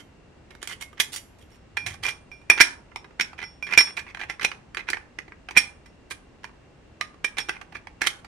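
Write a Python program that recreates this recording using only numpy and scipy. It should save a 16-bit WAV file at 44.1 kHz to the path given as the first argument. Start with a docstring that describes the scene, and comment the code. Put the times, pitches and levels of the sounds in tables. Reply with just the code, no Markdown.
"""A small room, with thin iron plates handled close to a two-port microphone, a little to its right.
A small plate is pulled off a cylindrical iron shell; then a round disc is set on the rim, drops,
and is pushed and rocked into its slots. Noise bursts shaped by the shell make knocks and scrapes.
Free plates ring briefly as dying sines; plates held by the fingers only tick and scrape.
Near echoes, a short room tail and a steady low background lie around them."""
import sys
import numpy as np
from scipy import signal
from scipy.fft import rfft, irfft, next_fast_len
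from scipy.io import wavfile

SR = 44100
rng = np.random.default_rng(int(sys.argv[2]) if len(sys.argv) > 2 else 0)


def generate_wav(sig):
    """Save sig (samples, or channels by samples) to the path in sys.argv[1] as 16-bit PCM at SR."""
    pcm = np.round(np.clip(np.atleast_2d(sig).T, -1, 1) * 32767).astype(np.int16)
    wavfile.write(sys.argv[1], SR, pcm)


N = 364701

# modes of the shell's free rim, which ring along with either plate: f/Hz, level/dB, decay time/ring t60
RIM = [(1216, -22, 1.0), (1514, -10.5, .8), (1600, -9.5, 0.57), (2160, -12.5, 1.3), (2393, -11, 1.3),
       (3010, -15.5, 0.72), (3290, -12.5, 0.68), (3830, -21, 0.3), (5920, -15, 1.5)]


def amp(db):
    """Decibels to gain."""
    return 10 ** (np.asarray(db) / 20)


def unit(x):
    """Scales to rms 1."""
    return x / np.sqrt(np.mean(x ** 2) + 1e-20)


def read(points, hz):
    """Reads (f/Hz, value) points on a log-frequency axis."""
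    f, value = np.transpose(points)
    return np.interp(np.log(hz + 1), np.log(f + 1), value)


def add(mix, s, sound):
    """Adds a sound at time s, or at the start if s is negative."""
    part = mix[:, max(round(s * SR), 0):][:, :sound.shape[-1]]
    part += sound[..., :part.shape[1]]


def lean(pan_db):
    """Left and right gains of equal total power, pan_db apart."""
    gains = amp([pan_db / 2, -pan_db / 2]).reshape(2, -1)
    return gains / np.sqrt((gains ** 2).mean(0))


def background(whine_hz=2740, whine_width_hz=130, whine_db=9, level_db=-52.5):
    """Steady low room noise, nearly mono in the bass, with a faint fuzzy whine."""
    # spectrum of the background: f/Hz, density/dB per Hz
    floor_spectrum = [(12, -28), (30, -9), (62, -3.5), (120, -9), (310, -12), (550, -17), (1170, -24.5),
                      (2000, -26.5), (3300, -33.5), (8160, -42), (15000, -72.5)]
    # how alike the two ports hear it: f/Hz, left-right correlation
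    likeness = [(50, 1), (125, 0.89), (300, 0.47), (1000, .4), (4000, 0.068)]
    hz = np.fft.rfftfreq(N, 1 / SR)
    left, other = rfft(rng.standard_normal((2, N)))
    same = np.clip(read(likeness, hz), -1, 1)
    right = same * left + np.sqrt(1 - same ** 2) * other
    whine = whine_db / (1 + (2 * (hz - whine_hz) / whine_width_hz) ** 2)
    spectrum = np.array([left, right]) * amp(read(floor_spectrum, hz) + whine)
    return amp(level_db) * unit(irfft(spectrum, N))


def shell(force, low_db, upper_db, treble_db, point_db=2.5, ripple_hz=160, size=8192):
    """Passes a contact force through the palm-damped shell's causal response; the result has energy 1."""
    # spectrum of the shell damped by the palm: f/Hz, density/dB per Hz
    shell_spectrum = [(60, -33), (130, -24.5), (378, -8.5), (576, -18.5), (861, -6.5), (1350, -8),
                      (1730, 0.5), (2320, 0.5), (2870, -10.5), (5400, -19), (6500, -16), (9500, -17.5),
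                      (12800, -30), (15500, -34)]
    # resonances that stand out of it: f/Hz, width/Hz, level/dB
    resonances = [(1485, 49, 4.4), (1630, 50, 3.2), (2100, 20, 2.5), (2520, 110, 3.6), (3006, 120, 3.9),
                  (3230, 180, 4), (5440, 120, 3.6), (9155, 260, 7.4)]
    hz = np.fft.rfftfreq(size, 1 / SR)
    tilt = [(1200, low_db), (1600, 0), (2700, 0), (3300, upper_db), (5800, upper_db), (7300, treble_db)]
    db = read(shell_spectrum, hz) + read(tilt, hz)
    for f, width, level in resonances:
        db = db + level / (1 + (2 * (hz - f) / width) ** 2)
    # every point of contact favours other resonances
    ripple = rng.standard_normal(size // 16)
    db = db + point_db * np.interp(hz / ripple_hz, np.arange(len(ripple)), ripple)
    # minimum phase: the response starts at once and rings only afterwards
    log_gain = np.log(amp(np.concatenate([db, db[-2:0:-1]])))
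    response = np.fft.ifft(np.exp(np.conj(signal.hilbert(log_gain)))).real[:size // 4]
    sound = signal.fftconvolve(force, response[None], axes=1)
    return sound / np.sqrt((sound ** 2).sum() / 2)


def both_sides(force, apart=1.0, above_hz=3800):
    """The plates radiate treble unequally towards the two microphone ports."""
    other = force * rng.choice([-1, 1], len(force))
    other = apart * signal.lfilter(*signal.butter(1, min(above_hz, SR / 3), "high", fs=SR), other)
    return np.array([force + other, force - other])


def colour(db, bright_db):
    """Low, upper and treble dB: harder blows have less body; sharp edges lift upper band and treble."""
    low_db = 2.5 - 0.46 * (db + 30)  # under about 1.4 kHz, relative to a light touch at -30 dB
    upper_db = 1 + .52 * bright_db  # about 3-6.5 kHz
    return low_db, upper_db, -9 + bright_db


def contact(db, bright_db, chatter_s, first=1.0, bite_s=.0009, energy_s=0.006):
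    """The edges touch, bite, and chatter on in a dying noise that shakes the shell."""
    t = np.arange(SR // 12) / SR
    chatter = np.exp(-np.log(1000) * t / max(chatter_s, .002))
    bite = 1 - np.exp(-t / bite_s)
    force = rng.standard_normal(len(t)) * chatter * bite
    force[0] = first
    # the energy is that of energy_s seconds at rms level db
    return amp(db) * np.sqrt(energy_s * SR) * shell(both_sides(force), *colour(db, bright_db))


def knock(knocks, s, db, bright_db, chatter_s):
    """The edges graze faintly just before they strike."""
    graze_lead_s, graze_db, graze_chatter_s = 0.0043, -26, .02
    add(knocks, s - graze_lead_s, contact(db + graze_db, bright_db, graze_chatter_s))
    add(knocks, s, contact(db, bright_db, chatter_s))


def damped(hz, db, t60, wobble_hz=0, length_s=.1, steps_per_s=250):
    """A dying sine that starts at rms level db; rattling against a neighbour makes its pitch wobble."""
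    t = np.arange(round(length_s * SR)) / SR
    steps = rng.standard_normal(size=256)
    rattle = np.interp(t * steps_per_s, np.arange(len(steps)), steps)
    turns = hz * t + wobble_hz * np.cumsum(rattle) / SR
    return np.sqrt(2) * amp(db) * np.exp(-np.log(1000) * t / t60) * np.sin(2 * np.pi * turns)


def ring(s, ring_db, high_db, t60, lead_hz=None, scatter_db=1.0, free_t60=.24, stiffen=.0035, rattle=.0075):
    """Modes of plate and rim ring, one may lead; rings shorter than free_t60 are pressed, sharp and blurred."""
    # modes of the small plate: f/Hz, level/dB, decay time/ring t60
    small_plate = [(1520, -12, 0.59), (2000, -10, 2), (2160, -3, 1.9), (2930, 2, 0.77), (3120, 1.5, 0.81),
                   (3470, -2.5, 0.61), (4700, -13, 0.66), (5540, -12, 1.3), (5770, -5, 0.84),
                   (7260, -11.5, 1.6), (6960, -10, .9), (8740, -13.5, 0.92), (9534, -25, .85),
                   (10200, -12, 1.4), (11570, -12, 1.4), (13230, -14.5, 1.2), (15080, -16.5, .7)]
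    # modes of the round disc: f/Hz, level/dB, decay time/ring t60
    disc = [(2017, -15, 0.63), (2376, 1.5, 0.79), (2383, -9.5, 0.97), (3390, -16.5, 2.2),
            (4480, -20.5, 1.6), (5452, -2, 1.22), (5490, -16, 0.53), (5830, -23.5, 1.2), (8760, -19, 2.6),
            (8800, -19.5, .8), (9760, -18, 1.3), (10400, -25.5, 1.0), (11900, -30.5, 1.2), (12700, -36, .9)]
    disc_from_s, high_modes_hz, other_modes_db = 1.6, 4000, -13.5
    plate = small_plate if s < disc_from_s else disc
    hz, db, hold = np.transpose(np.concatenate([plate, RIM]))
    db = db + other_modes_db + high_db * (hz > high_modes_hz)
    db = db + scatter_db * rng.standard_normal(len(hz))
    if lead_hz:
        db[np.argmin(abs(hz - lead_hz))] = 0
    # stiffen and rattle are shares of each mode's pitch
    pressed = max(free_t60 / t60 - 1, 0)
    hz = hz * (1 + stiffen * pressed * rng.uniform(0, 1.5, len(hz)))
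    return sum(damped(f, ring_db + d, t60 * h, f * rattle * pressed, 2 * t60) for f, d, h in zip(hz, db, hold))


def clinks(knocks, rings):
    """Loosely held plates knock and ring on, led by the mode that the point of contact favours; the first row
    is only a faint knock and ring already sounding as the scene opens."""
    # clinks: t/s, level/dB, brightness/dB, chatter t60/s, ring level/dB, base ring t60/s, leading mode f/Hz
    clink_list = [(0.0, -44.5, 11, 0.075, -54.5, 0.23, 3140), (0.506, -44, 0, 0.046, -58.5, 0.34, 2160),
                  (0.822, -49, 16, 0.027, -38.5, 0.11, 2160), (0.93, -54, -7.5, 0.021, -46, 0.058, 1225),
                  (1.0, -14, 15.5, 0.06, -18.5, 0.11, 3320), (1.139, -34, 25, .04, -42.5, 0.31, 4600),
                  (1.413, -61, 18, .03, -59.5, 0.24, 3320), (1.519, -67, 9, .03, -61, 0.23, 5630),
                  (1.77, -21.5, -1.5, 0.026, -27, .24, 2402), (1.863, -24.5, 10, 0.1, -31.5, 0.13, 2376),
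                  (2.053, -32, 8, 0.046, -25, .14, 2440), (2.083, -33.5, 3.5, .045, -24, .14, 2387),
                  (2.316, -52, -1, .03, -40, .25, 2360), (2.415, -56, 4.5, .03, -60, 0.21, 2420),
                  (2.5, -13.5, 2, 0.031, -1, 0.062, 2344), (2.513, -21.5, -11.5, 0.024, -20, 0.22, 2355),
                  (2.606, -9.5, 5, 0.029, -8, 0.077, 2353), (2.609, -16, 2, 0.033, -8, 0.077, 1595),
                  (2.612, -8.5, 10, 0.023, -7, 0.062, 5493), (2.671, -44, -3.5, 0.029, -34, 0.061, 5500),
                  (2.96, -28, -1, 0.0072, -46, .15, 5440), (3.209, -17.5, 5.5, 0.038, -25.5, .09, 5450),
                  (3.427, -33, -6.5, 0.014, -34, 0.26, 2017), (3.44, -44, -6, 0.023, -42, 0.25, 5456),
                  (3.626, -41.5, 1.5, 0.02, -29, 0.22, 2382), (3.668, -35.5, -1, 0.013, -47, .25, 3328),
                  (3.725, -33.5, -4.5, .018, -23, 0.082, 2426), (3.776, -11.5, 9, 0.024, -4.5, 0.12, 2383),
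                  (3.785, -13.5, 1, 0.028, -13, 0.19, 5455), (3.808, -22.5, 7, .03, -17.5, 0.043, 2017),
                  (3.873, -37.5, -7.5, 0.04, -34.5, 0.13, 2380),
                  (3.975, -27.5, -19, 0.1, -28.5, 0.12, 2470),
                  (4.298, -27, -5.5, 0.047, -25.5, 0.096, 2017),
                  (4.448, -18, 2.5, 0.012, -13.5, 0.043, 2420), (5.566, -21, -5, .024, -17, 0.14, 2320),
                  (5.572, -10, 8.5, 0.045, -8, 0.072, 2430), (5.576, -24, 18.5, .02, -20, 0.069, 8880),
                  (5.581, -26, 16, 0.018, -18, 0.067, 5470), (5.859, -49, 10, 0.04, -54, 0.25, 2017),
                  (7.011, -22, -1.5, 0.0091, -29.5, 0.11, 1225), (7.245, -18.5, 1, 0.024, -20, 0.079, 2420),
                  (7.37, -33.5, -5, .027, -36, 0.4, 2362), (7.384, -23, 6, 0.016, -26.5, 0.037, 3410),
                  (7.403, -44, 4, .015, -32, 0.12, 5470), (7.493, -20.5, -2.5, 0.014, -31, 0.16, 2017),
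                  (8.017, -18.5, 4, .021, -22.5, 0.053, 2160)]
    high_per_brightness = 0.39  # lift of the high modes, dB per dB
    for s, db, bright_db, chatter_s, ring_db, t60, lead_hz in clink_list:
        knock(knocks, s, db, bright_db, chatter_s)
        add(rings, s, ring(s, ring_db, high_per_brightness * bright_db, t60, lead_hz))


def near_echoes(x, count=20, first_s=.003, last_s=.024):
    """Single reflections from the hands and the surfaces around them, weaker with distance."""
    out = np.zeros((2, N))
    for side in (0, 1):
        delays = np.geomspace(first_s, last_s, count) * rng.uniform(0.78, 1.15, count)
        sizes = unit(delays ** -.4) / np.sqrt(count) * rng.choice([-1, 1], count)
        for delay, size in zip(delays, sizes):
            lag = max(round(delay * SR), 1)
            out[side, lag:] += size * x[side, :-lag]
    return out


def room(x, onset_s=.007):
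    """Dense reflections of random sign; each band dies at its own speed."""
    # decay of the small room: f/Hz, t60/s
    room_decay = [(150, 0.47), (800, 0.51), (2100, 0.24), (5500, 0.26), (10000, 0.29), (15000, 0.14)]
    taps = rng.standard_normal((2, SR // 2)) * (rng.random((2, SR // 2)) < 4000 / SR)
    hz, t, z = signal.stft(taps, SR, nperseg=256)
    fade = np.exp(-np.log(1000) * t / read(room_decay, hz)[:, None])
    onset = 1 - np.exp(-(t / onset_s) ** 2)
    tail = signal.istft(z * fade * onset, SR, nperseg=256)[1]
    return signal.fftconvolve(x, tail / np.linalg.norm(tail[0]), axes=1)[:, :N]


def ticks(knocks, rings):
    """Firmly held plates only tick; each tick sets one rim mode ringing, choked by the fingers."""
    # ticks: t/s, level/dB, brightness/dB, chatter t60/s
    tick_list = [(0.551, -46.5, 7, .01), (0.628, -32, 14.5, .013), (0.674, -31, 17, .011),
                 (0.695, -42.5, 11.5, .03), (0.711, -34, 7.5, .035), (0.811, -36, 22, .04),
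                 (1.944, -44, 0, .014), (2.58, -28, -13, .04), (2.601, -11, 0, .045), (2.618, -13, 4, .014),
                 (2.916, -48.5, -15.5, .03), (3.044, -41.5, -7, .022), (3.108, -51, -10, .018),
                 (3.197, -17.5, -4.5, .019), (3.331, -41, -3, .016), (3.39, -39.5, -6, .04),
                 (3.708, -33, -1.5, .08), (3.735, -21, -1, .022), (3.802, -25, 3.5, .03),
                 (4.065, -39.5, -12.5, .05), (4.147, -33, -5, .013), (4.171, -35.5, -8, .019),
                 (4.213, -31, -7, .04), (4.235, -34.5, -7.5, .009), (4.396, -31.5, -10, .011),
                 (4.419, -29.5, -2, .017), (4.43, -27, 4, .025), (4.443, -27, 0.5, .02),
                 (4.516, -29.5, -8, .015), (4.747, -32.5, 3, .009), (4.77, -25.5, -5.5, .02),
                 (4.887, -23.5, -11, .014), (4.901, -24.5, 11.5, .014), (4.932, -20.5, -8, .012),
                 (4.943, -30.5, -10, .016), (4.97, -31.5, -12, .013), (5.187, -29, -4, .014),
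                 (5.28, -44.5, -9, .016), (5.321, -38.5, -17.5, .01), (5.487, -31.5, -12, .016),
                 (5.509, -33, 3, .014), (5.557, -36.5, -1.5, .04), (5.587, -25.5, 13, .015),
                 (6.109, -30, 10.5, .05), (6.443, -33.5, 0.5, .013), (6.493, -51, -8, .014),
                 (7.142, -50.5, 1, .02), (7.39, -30, 5, .02), (7.487, -32.5, 1, .009),
                 (7.613, -37, -3.5, .027), (7.723, -42.5, 1, .035), (7.753, -33.5, -9, .022),
                 (7.871, -36.5, -5.5, .008), (8.009, -34.5, -3.5, .05), (8.041, -28, 0, .01),
                 (8.064, -24, 3, .025), (8.07, -14.5, 9.5, .022), (8.246, -41.5, 4.5, .027)]
    ring_db, ring_t60 = -14.5, 0.055  # dB against the tick, s
    for s, db, bright_db, chatter_s in tick_list:
        knock(knocks, s, db, bright_db, chatter_s)
        rim_hz = RIM[rng.integers(len(RIM))][0]
        add(rings, s, damped(rim_hz, db + ring_db, ring_t60))


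def scrape(start, end, db, low_db, upper_db, treble_db,
           slips_per_s=380, spread_db=3.0, slip_s=0.00095, drag=0.28, ring_db=-9):
    """Edges catch and slip at uneven moments; each slip shakes the shell and the plate."""
    count = max(round((end - start) * SR), 256)
    sizes = amp(spread_db * np.minimum(rng.exponential(1, count), 2))
    slips = (rng.random(count) < slips_per_s / SR) * sizes
    pressure = drag + signal.lfilter([1], [1, -np.exp(-1 / (slip_s * SR))], slips)
    force = pressure * rng.standard_normal(count) * signal.windows.tukey(count, .35)
    rub = shell(both_sides(force), low_db, upper_db, treble_db)
    sing = signal.fftconvolve(force, ring(start, 0, treble_db - 9, 0.086))
    sound = np.tile(amp(ring_db) * sing / np.linalg.norm(sing), (2, 1))
    sound[:, :rub.shape[1]] += rub
    return amp(db) * np.sqrt(count) * sound


def scrapes(knocks):
    """Edges slide on each other, with the same low body whatever the level."""
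    # scrapes: start t/s, end t/s, level/dB, brightness/dB
    scrape_list = [(0.608, 0.667, -50, 9), (0.678, 0.744, -41, 12), (0.798, 0.842, -42.5, 11),
                   (0.971, 1.028, -45, -3), (1.117, 1.189, -37.5, 24.5), (1.381, 1.435, -62, 18),
                   (1.492, 1.574, -65.5, 17), (1.863, 1.964, -46, 10), (2.023, 2.116, -32, 8),
                   (2.574, 2.601, -28, -5), (3.374, 3.451, -40.5, -7), (3.661, 3.724, -41, -11),
                   (3.709, 3.763, -33, -11), (3.871, 3.912, -44.5, -9), (3.965, 4.005, -35, 8),
                   (4.073, 4.119, -48, -6), (4.188, 4.248, -39, -7), (4.28, 4.355, -49.5, -3),
                   (4.405, 4.463, -37, -2), (4.768, 4.813, -38, -8), (4.869, 4.909, -38.5, -7),
                   (5.548, 5.569, -38, -19), (6.099, 6.13, -40, 14.5), (6.429, 6.456, -46.5, -1.5),
                   (7.371, 7.418, -37.5, 5), (7.522, 7.574, -47.5, -11), (7.74, 7.778, -43.5, 0),
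                   (8.023, 8.085, -37.5, 3)]
    for start, end, db, bright_db in scrape_list:
        _, upper_db, treble_db = colour(db, bright_db)
        add(knocks, start, scrape(start, end, db, -1.5, upper_db, treble_db))


def grip(low_hz=80, high_hz=135):
    """A soft rumble swells and fades once as the hands shift their grip."""
    peak_s, level_db, rise_s, fall_s = 1.825, -45.5, 0.13, 0.35  # level_db before the swell
    band = signal.butter(2, [low_hz, high_hz], "band", fs=SR, output="sos")
    rumble = signal.sosfilt(band, rng.standard_normal(N))
    swell = np.interp(np.arange(N) / SR, [peak_s - rise_s, peak_s, peak_s + fall_s], [0, 1, 0])
    return amp(level_db) * swell * unit(rumble)


def microphones(x):
    """Two close ports hear the near sound louder on the right above the bass and slightly out of phase."""
    # balance of the near sound: f/Hz, left-right level/dB
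    balance = [(150, 0), (700, -2.5), (1900, -7.5), (2400, -9), (4500, -6.5), (12000, -4)]
    # phase by which the left port leads: f/Hz, phase/rad
    left_leads = [(100, 0.22), (500, .7), (1300, 0.8), (2000, -0.44), (2400, 0.39), (3500, .8),
                  (5500, -0.33), (8000, 0.6), (15000, 0.092)]
    size = next_fast_len(N + SR // 10)
    hz = np.fft.rfftfreq(size, 1 / SR)
    phase = read(left_leads, hz) * np.array([[1], [0]])
    ports = lean(read(balance, hz)) * np.exp(1j * phase)
    return irfft(rfft(x, size) * ports, size)[:, :N]


def scene():
    """Ticks, clinks and scrapes from one spot a little to the right, with their room."""
    knocks, rings = np.zeros((2, 2, N))
    clinks(knocks, rings)
    ticks(knocks, rings)
    scrapes(knocks)
    early_db, knock_room_db, ring_room_db, room_pan_db = -6.5, -13, -16.5, -3
    direct = microphones(knocks + rings + amp(early_db) * near_echoes(knocks))
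    reverb = lean(room_pan_db) * room(amp(knock_room_db) * knocks + amp(ring_room_db) * rings)
    return direct + reverb + background() + grip()


def record(dry, ceiling=0.99):
    """The hardest blows overload softly towards the ceiling; then a low-pass limits the band."""
    squeezed = dry / (1 + (dry / ceiling) ** 4) ** (1 / 4)
    low_pass = signal.firwin(401, 15700, window=("kaiser", 9), fs=SR)  # cutoff in Hz
    return signal.oaconvolve(squeezed, low_pass[None], "same", axes=1)


dry = scene()
out = record(dry)
generate_wav(out)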